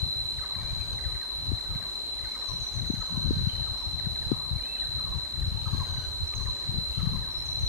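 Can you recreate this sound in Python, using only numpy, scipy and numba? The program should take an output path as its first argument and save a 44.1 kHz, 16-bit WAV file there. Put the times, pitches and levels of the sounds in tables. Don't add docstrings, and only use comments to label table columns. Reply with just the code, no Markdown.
import sys
import numpy as np
from scipy import signal
from scipy.fft import rfft, irfft
from scipy.io import wavfile
from scipy.ndimage import uniform_filter1d
from numba import njit

SR = 44100
rng = np.random.default_rng(int(sys.argv[2]) if len(sys.argv) > 2 else 0)


def transcribe(u):
    v = np.clip(np.atleast_2d(u).T, -1, 1)
    q = np.round(v * 32767).astype(np.int16)
    wavfile.write(sys.argv[1], SR, q)


N = 338688
RIGHT_SIDE_LAG = 6


def undb(db):
    return 10 ** (np.asarray(db) / 20)


def unit(x):
    return x / np.sqrt(np.mean(x ** 2))


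def walk(rate_hz):
    hold = int(SR / rate_hz)
    steps = np.repeat(rng.standard_normal(N // hold + 1), hold)
    slewed = uniform_filter1d(uniform_filter1d(steps, hold), hold)
    return unit(slewed[:N])


@njit
def lowpass(x, corner_hz, damping):
    y, band, low = np.empty(len(x)), 0., 0.
    for i in range(len(x)):
        g = np.tan(np.pi * corner_hz[i] / SR)
        v = (band + g * (x[i] - low)) / (1 + g * (g + damping))
        y[i] = low + g * v
        band, low = 2 * v - band, 2 * y[i] - low
    return y


def add(track, start_s, sound):
    i = max(int(start_s * SR), 0)
    track[i:i + len(sound)] += sound[:N - i]


def note(length_s, start_hz, middle_hz, end_hz, edge, knee):
    u = np.arange(int(length_s * SR)) / (length_s * SR)
    hz = np.interp(u, [0, knee, 1], [start_hz, middle_hz, end_hz])
    hz = uniform_filter1d(hz, len(u) // 5, mode="nearest")
    return 2 * np.pi * np.cumsum(hz) / SR, signal.windows.tukey(len(u), edge)


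def phrases(starts, phrase):
    spread_db = 1.7 * rng.standard_normal((len(starts), len(phrase)))
    notes = []
    for (start_s, level_db), row in zip(starts, spread_db):
        for (delay_s, *shape, relative_db), vary_db in zip(phrase, row):
            if start_s + delay_s < N / SR:
                notes.append((start_s + delay_s, *shape, level_db + relative_db + vary_db))
    return notes


def sing(notes, edge, knee=.4, shake_hz=0, flutter_db=0, fade_db=0, harmonics_db=(0,)):
    out = np.zeros(N)
    shake = 2 * np.pi * shake_hz * np.cumsum(walk(200)) / SR
    flutter = undb(flutter_db * walk(180))
    for start_s, *shape, level_db in notes:
        phase, envelope = note(*shape, edge, knee)
        wobble = shake[int(start_s * SR):][:len(phase)]
        phase[:len(wobble)] += wobble
        voice = sum(undb(db) * np.sin((k + 1) * phase) for k, db in enumerate(harmonics_db))
        fade = np.linspace(0, fade_db, len(phase))
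        add(out, start_s, undb(level_db + fade) * envelope * voice)
    return out * flutter


def forest(x, echo_db, left_lag=RIGHT_SIDE_LAG, ongoing=False):
    t60_s, build_up_s = 1, 0.012
    t = np.arange(SR) / SR
    tails = rng.standard_normal((2, SR)) * undb(-60 * t / t60_s) * np.minimum(t / build_up_s, 1)
    tails *= undb(echo_db) / np.sqrt(np.sum(tails ** 2, axis=1, keepdims=True))
    x = np.append(np.zeros(SR), x)
    if ongoing:
        fade = np.clip((SR + 2000 - np.arange(SR + N)) / 2000, 0, 1)
        x = np.sqrt(1 - fade) * x + np.sqrt(fade) * np.roll(x, -2 * SR)
    echo = signal.fftconvolve(x[None], tails, axes=1)
    direct = np.array([x[SR - left_lag:SR - left_lag + N], x[SR:]])
    return direct + echo[:, SR:SR + N]


def leaves():
    # [dB per Hz, relative]
    colour_points = [(50, -11), (200, -9.5), (700, -12), (1100, -12.5), (1400, -17.5), (2700, -20.5),
                     (3250, -16.5), (3500, -14), (4400, -27), (4850, -14), (5250, -23.5), (8200, -22.5),
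                     (8500, -26), (15700, -34)]
    level_db = -48.5
    hz, (at_hz, density_db) = np.fft.rfftfreq(N, 1 / SR)[1:], np.transpose(colour_points)
    log_hz = np.log(hz)
    colour = np.append(0, undb(np.interp(log_hz, np.log(at_hz), density_db)))
    octave = np.append(0, np.log2(hz))
    alike = np.append(0, np.interp(log_hz, np.log([150, 600, 2500, 8000]), [.3, .6, .5, .1]))
    shared, left, right = rfft(rng.standard_normal((3, N)))
    lag = RIGHT_SIDE_LAG * np.interp(log_hz, np.log([1300, 3000]), [0, 1])
    late = np.exp(-2j * np.pi * np.append(0, hz * lag) / SR)
    common = np.sqrt(alike) * shared * np.array([late, np.ones_like(late)])
    ports = colour * (common + np.sqrt(1 - alike) * np.array([left, right]))
    out, swell = 0, walk(0.19)
    for centre in np.arange(7, 14.5, .5):
        band = np.cos(np.pi * np.clip(octave - centre, -.5, .5)) ** 2
        out = out + undb(.5 * swell + 1.21 * walk(8)) * irfft(ports * band, N)
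    return unit(out) * undb(level_db + np.array([[.6], [-.6]]))


def ticks():
    # start_s [s], ring_hz [Hz], level_db [dB ahead of the envelope], left_minus_right_db [dB]
    knocks = [(6.338, 2360, -25.5, -3)]
    out, t = np.zeros((2, N)), np.arange(400) / SR
    for start_s, hz, level_db, pan_db in knocks:
        ring = t / 0.00065 * np.exp(1 - t / 0.0003) * np.sin(2 * np.pi * hz * t)
        add(out[0], start_s, undb(level_db + pan_db / 2) * ring)
        add(out[1], start_s, undb(level_db - pan_db / 2) * ring)
    return out


def cicadas():
    # song_hz [Hz], level_db [dB, relative], pitch_swing [share of the pitch]
    singers = [(3985, 1, .007), (4090, 3, .006), (4058, -2, .005), (4010, -2, .005), (4122, -10, .004),
               (3935, -10, .007), (3885, -16, .007), (3845, -15, .007), (3805, -17, .005),
               (3685, -26, .005), (3605, -30, .006)]
    # multiple [of click rate], level_db [dB peak before flicker]
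    overtone_levels = [(11, -72), (12, -69), (13, -68), (14, -68), (16, -78), (18, -79), (19, -82)]
    # time_s [s], level_db [dB rms before throb changes and echo average in]
    chorus = [(0, -33), (.4, -37.5), (1.5, -37), (3, -38), (3.8, -36.5), (4.3, -39), (4.8, -36), (5.6, -39),
              (6.7, -37), (7.2, -39), (7.68, -36)]
    pump_hz = 8.6
    songs, t = np.zeros((2, N)), np.arange(N) / SR
    for k, (hz, db, swing) in enumerate(singers):
        pump = (pump_hz * t + 0.1575 * walk(0.98) + rng.random()) % 1
        bend = uniform_filter1d(2 * pump - 1, 600) + .4 * walk(40) + .15 * walk(1.5)
        phase = 2 * np.pi * np.cumsum(hz * (1 + swing * bend)) / SR
        throb = undb(1.5 * np.sin(2 * np.pi * pump) + .7 * walk(3))
        songs[int(hz > 4000)] += throb * undb(db) * np.sin(phase)
        if k == 0:
            clicks = phase / 5
            overtones = throb * sum(undb(level + 3.1 * walk(5.5)) * np.sin(multiple * clicks)
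                                    for multiple, level in overtone_levels)
    lower, higher = unit(songs) / np.sqrt(2) * undb(np.interp(t, *np.transpose(chorus)))
    drone = forest(lower, echo_db=1, left_lag=6, ongoing=True)
    drone += forest(higher, echo_db=0, left_lag=7, ongoing=True)
    drone += forest(overtones, echo_db=-2, ongoing=True)
    return drone * undb([[.8], [-.8]])


def hoarse_callers():
    calls = [(3.47, 0.08, 2850, 3030, 2660, -51), (3.72, 0.17, 5800, 5550, 5250, -56.5),
             (5.46, 0.044, 6290, 5540, 5280, -56), (6.245, 0.046, 6020, 5740, 5640, -56),
             (6.345, 0.0534, 6250, 6000, 5760, -53), (6.92, 0.09, 2670, 3180, 3280, -53)]
    return forest(sing(calls, edge=.4, shake_hz=170, flutter_db=5), echo_db=-2)


def high_singer():
    # [dB, relative]
    high_notes = [(-.15, .15, 5750, 5440, 5480, -5), (0, .105, 6780, 5890, 5630, -1.5),
                  (0.141, 0.096, 6880, 6060, 5850, -1), (0.272, .082, 7000, 6170, 5920, 3.5),
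                  (.407, .09, 6800, 6300, 6290, -2), (0.547, .039, 6730, 6650, 6900, -6)]
    # start_s [s], level_db [dB ahead of the note levels]
    high_starts = [(2.455, -50.5), (7.448, -48)]
    song = sing(phrases(high_starts, high_notes), edge=.2, knee=.3, shake_hz=45, flutter_db=4)
    return forest(song, echo_db=-2)


def chipping_bird():
    # [dB, relative]
    chip_notes = [(0, .022, 2230, 1600, 1400, 0), (0.054, .032, 2200, 1500, 1450, 0),
                  (.163, .024, 2260, 1600, 1480, 1), (.225, .042, 2000, 1560, 1560, 0)]
    chip_levels = [-49, -47, -50, -50.5, -53, -56, -50, -49.5, -55, -53, -53.5, -51.5]
    first_s, every_s = .381, .6015
    chip_starts = [(first_s + k * every_s, level_db) for k, level_db in enumerate(chip_levels)]
    notes = phrases(chip_starts, chip_notes)
    song = sing(notes, edge=0.3, knee=.6, shake_hz=25, flutter_db=2, fade_db=-8)
    return forest(song, echo_db=-2, left_lag=2) * undb([[.5], [4]])


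def barbet():
    # [dB, relative]
    barbet_notes = [(-.08, 0.033, 874, 901, 926, 1), (0, 0.0349, 1279, 1304, 843, 11.5),
                    (0.073, .027, 1260, 1120, 950, 9), (0.139, 0.0409, 1201, 1031, 961, 11)]
    # start_s [s], level_db [dB ahead of the note levels]
    barbet_starts = [(.42, -58.5), (.585, -65), (1.075, -62.5), (1.16, -65.5), (1.705, -62.5), (1.81, -65),
                     (2.2, -70), (2.345, -56), (3.003, -57), (3.662, -59), (4.32, -59), (4.98, -58),
                     (5.655, -54), (6.322, -56.5), (6.47, -67), (6.988, -58.5), (7.13, -66), (7.345, -69)]
    song = sing(phrases(barbet_starts, barbet_notes), edge=0.21, shake_hz=35, flutter_db=1.5)
    return forest(song, echo_db=-0.5, left_lag=0)


def whistling_birds():
    whistle_notes = [(0.417, 0.037, 1886, 2080, 2190, -52), (0.501, .04, 1990, 2100, 2100, -59),
                     (0.557, 0.18, 2330, 2290, 2410, -57.5), (0.777, 0.085, 2380, 2280, 2340, -58),
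                     (.8, 0.037, 2590, 2530, 2440, -54), (.9, 0.058, 2500, 2520, 2500, -60),
                     (2.2, 0.18, 1950, 2150, 2200, -57), (4.569, 0.024, 2280, 2230, 2344, -54),
                     (4.612, 0.059, 2350, 2400, 2600, -55), (4.665, 0.105, 2590, 2644, 2690, -47.5),
                     (4.752, .035, 2690, 2670, 2470, -50.5), (4.612, 0.061, 2800, 2950, 3090, -55),
                     (4.768, 0.052, 3120, 2920, 2940, -54), (4.785, 0.0705, 3440, 3400, 3680, -52)]
    return forest(sing(whistle_notes, edge=.3, shake_hz=7, flutter_db=1.5), echo_db=-12, left_lag=3)


def nestling():
    wheeze_notes = [(0, 0.046, 1590, 1590, 1530, -57), (.55, 0.41, 1593, 1600, 1496, -57.5),
                    (2.901, 0.65, 1494, 1540, 1493, -57.5), (5.642, .48, 1623, 1536, 1447, -53),
                    (6.854, 0.2, 1497, 1565, 1590, -59.5)]
    # [dB, relative]
    wheeze_harmonics = [-5.5, -10, -7, -6]
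    voice = sing(wheeze_notes, edge=.15, knee=.7, shake_hz=48, flutter_db=3.5,
                 harmonics_db=wheeze_harmonics)
    return forest(voice, echo_db=0, left_lag=0)


def gusts(port):
    # start_s [s], length_s [s], level_db [dB, nominal rms], port [0 left, 1 right]
    gust_list = [(0, 0.083, -29, 0), (0.11, 0.28, -34, 0), (0.562, 0.59, -35.5, 0), (1.406, 0.15, -30, 0),
                 (1.698, 0.14, -33, 0), (2.068, 0.19, -38.5, 0), (2.52, 0.1, -32.5, 0),
                 (2.759, 0.22, -30, 0), (3.113, 0.38, -28.5, 0), (3.548, .18, -35, 0),
                 (3.854, 0.27, -31, 0), (4.276, 0.28, -32, 0), (4.827, 0.41, -35, 0), (5.335, 1.2, -34, 0),
                 (6.669, 0.16, -29.5, 0), (6.976, 0.27, -30.5, 0), (7.302, 0.47, -32.5, 0),
                 (.35, 0.14, -45.5, 1), (0.595, 0.19, -38.5, 1), (.86, .3, -40, 1), (1.348, 0.47, -43, 1),
                 (3.29, 0.13, -28.5, 1), (3.575, 0.15, -40.5, 1), (4.166, 0.17, -33, 1),
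                 (4.418, 0.26, -43, 1), (4.81, 0.29, -41, 1), (5.444, 0.1, -35.5, 1),
                 (5.74, 0.49, -36.5, 1), (6.499, 0.22, -39.5, 1), (6.9, 0.3, -40, 1), (7.37, .3, -39, 1)]
    # [dB, nominal rms]
    calm_levels = [-48.5, -53.5]
    rise_s, fall_s = 0.039, 0.055
    t, power = np.arange(N) / SR, undb(2 * calm_levels[port])
    for start_s, length_s, level_db, side in gust_list:
        if side == port:
            before = np.maximum(start_s - t, 0) / rise_s
            after = np.maximum(t - start_s - length_s, 0) / fall_s
            power = power + undb(2 * level_db - 20 * (before + after))
    return 10 * np.log10(power)


def rumble(port):
    strength_db = gusts(port) + 1.2 * walk(7)
    corner_hz = 25 + 105 * undb(0.73 * (strength_db + 30.5))
    noise = lowpass(rng.standard_normal(N), corner_hz, 0.74)
    noise = lowpass(noise, 1.7 * corner_hz, 2.3)
    return undb(strength_db + 4.6 * walk(27)) * unit(noise / np.sqrt(corner_hz))


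def buffets():
    # flip_s [s], level_db [dB, nominal peak], pitch_hz [Hz, nominal], port [0 left, 1 right]
    eddies = [(0.032, -16.5, 93, 0), (0.729, -21, 91, 0), (1.062, -19.5, 80, 0), (1.497, -21, 83, 0),
              (1.519, -21, 260, 0), (1.533, -16, 95, 0), (1.759, -22, 133, 1), (2.765, -21.5, 108, 0),
              (2.903, -14, 237, 0), (2.94, -21, 190, 0), (3.177, -16.5, 157, 0), (3.309, -12.5, 276, 0),
              (3.332, -20, 150, 1), (3.37, -20, 148, 1), (3.386, -18.5, 107, 0), (3.44, -17.5, 92, 0),
              (3.473, -12, 131, 0), (4.071, -18, 136, 0), (4.269, -23, 102, 1), (4.318, -9, 289, 0),
              (4.331, -18, 150, 0), (4.514, -19, 104, 0), (4.533, -19, 95, 0), (4.561, -18.5, 102, 0),
              (5.479, -16.5, 94, 0), (5.52, -26, 150, 1), (5.673, -18, 100, 0), (5.734, -17, 122, 0),
              (5.748, -25, 250, 0), (5.985, -20.5, 107, 0), (6.412, -21.5, 76, 0), (6.694, -21, 117, 0),
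              (6.785, -17.5, 127, 0), (7.034, -17.5, 131, 0), (7.073, -12.5, 126, 0), (7.097, -22.5, 93, 1),
              (7.176, -21, 98, 0), (7.635, -18.5, 81, 0)]
    out = np.zeros((2, N))
    signs = rng.choice([-1, 1], len(eddies))
    for (flip_s, level_db, hz, port), sign in zip(eddies, signs):
        t = np.arange(-2 * SR / hz, 4 * SR / hz) * hz / SR
        swing = sign * np.sin(2 * np.pi * 1.064 * np.arcsinh(1.585 * t) / 1.47)
        swing *= np.exp(-(t / np.where(t < 0, .6, 1.1)) ** 2)
        add(out[port], flip_s - 2 / hz, undb(level_db) * swing)
    return out


def wind():
    on_ports = np.array([rumble(0), rumble(1)]) + buffets()
    return signal.sosfilt(signal.butter(2, 40, "high", fs=SR, output="sos"), on_ports)


def scene():
    background = leaves() + ticks() + cicadas()
    far_birds = hoarse_callers() + high_singer() + chipping_bird() + barbet() + whistling_birds()
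    return background + far_birds + nestling() + wind()


def record(dry):
    overload, top_hz = .32, 15720
    flattened = np.clip(dry, -overload, overload)
    return signal.sosfilt(signal.ellip(12, .2, 80, top_hz, fs=SR, output="sos"), flattened)


dry = scene()
out = record(dry)
transcribe(out)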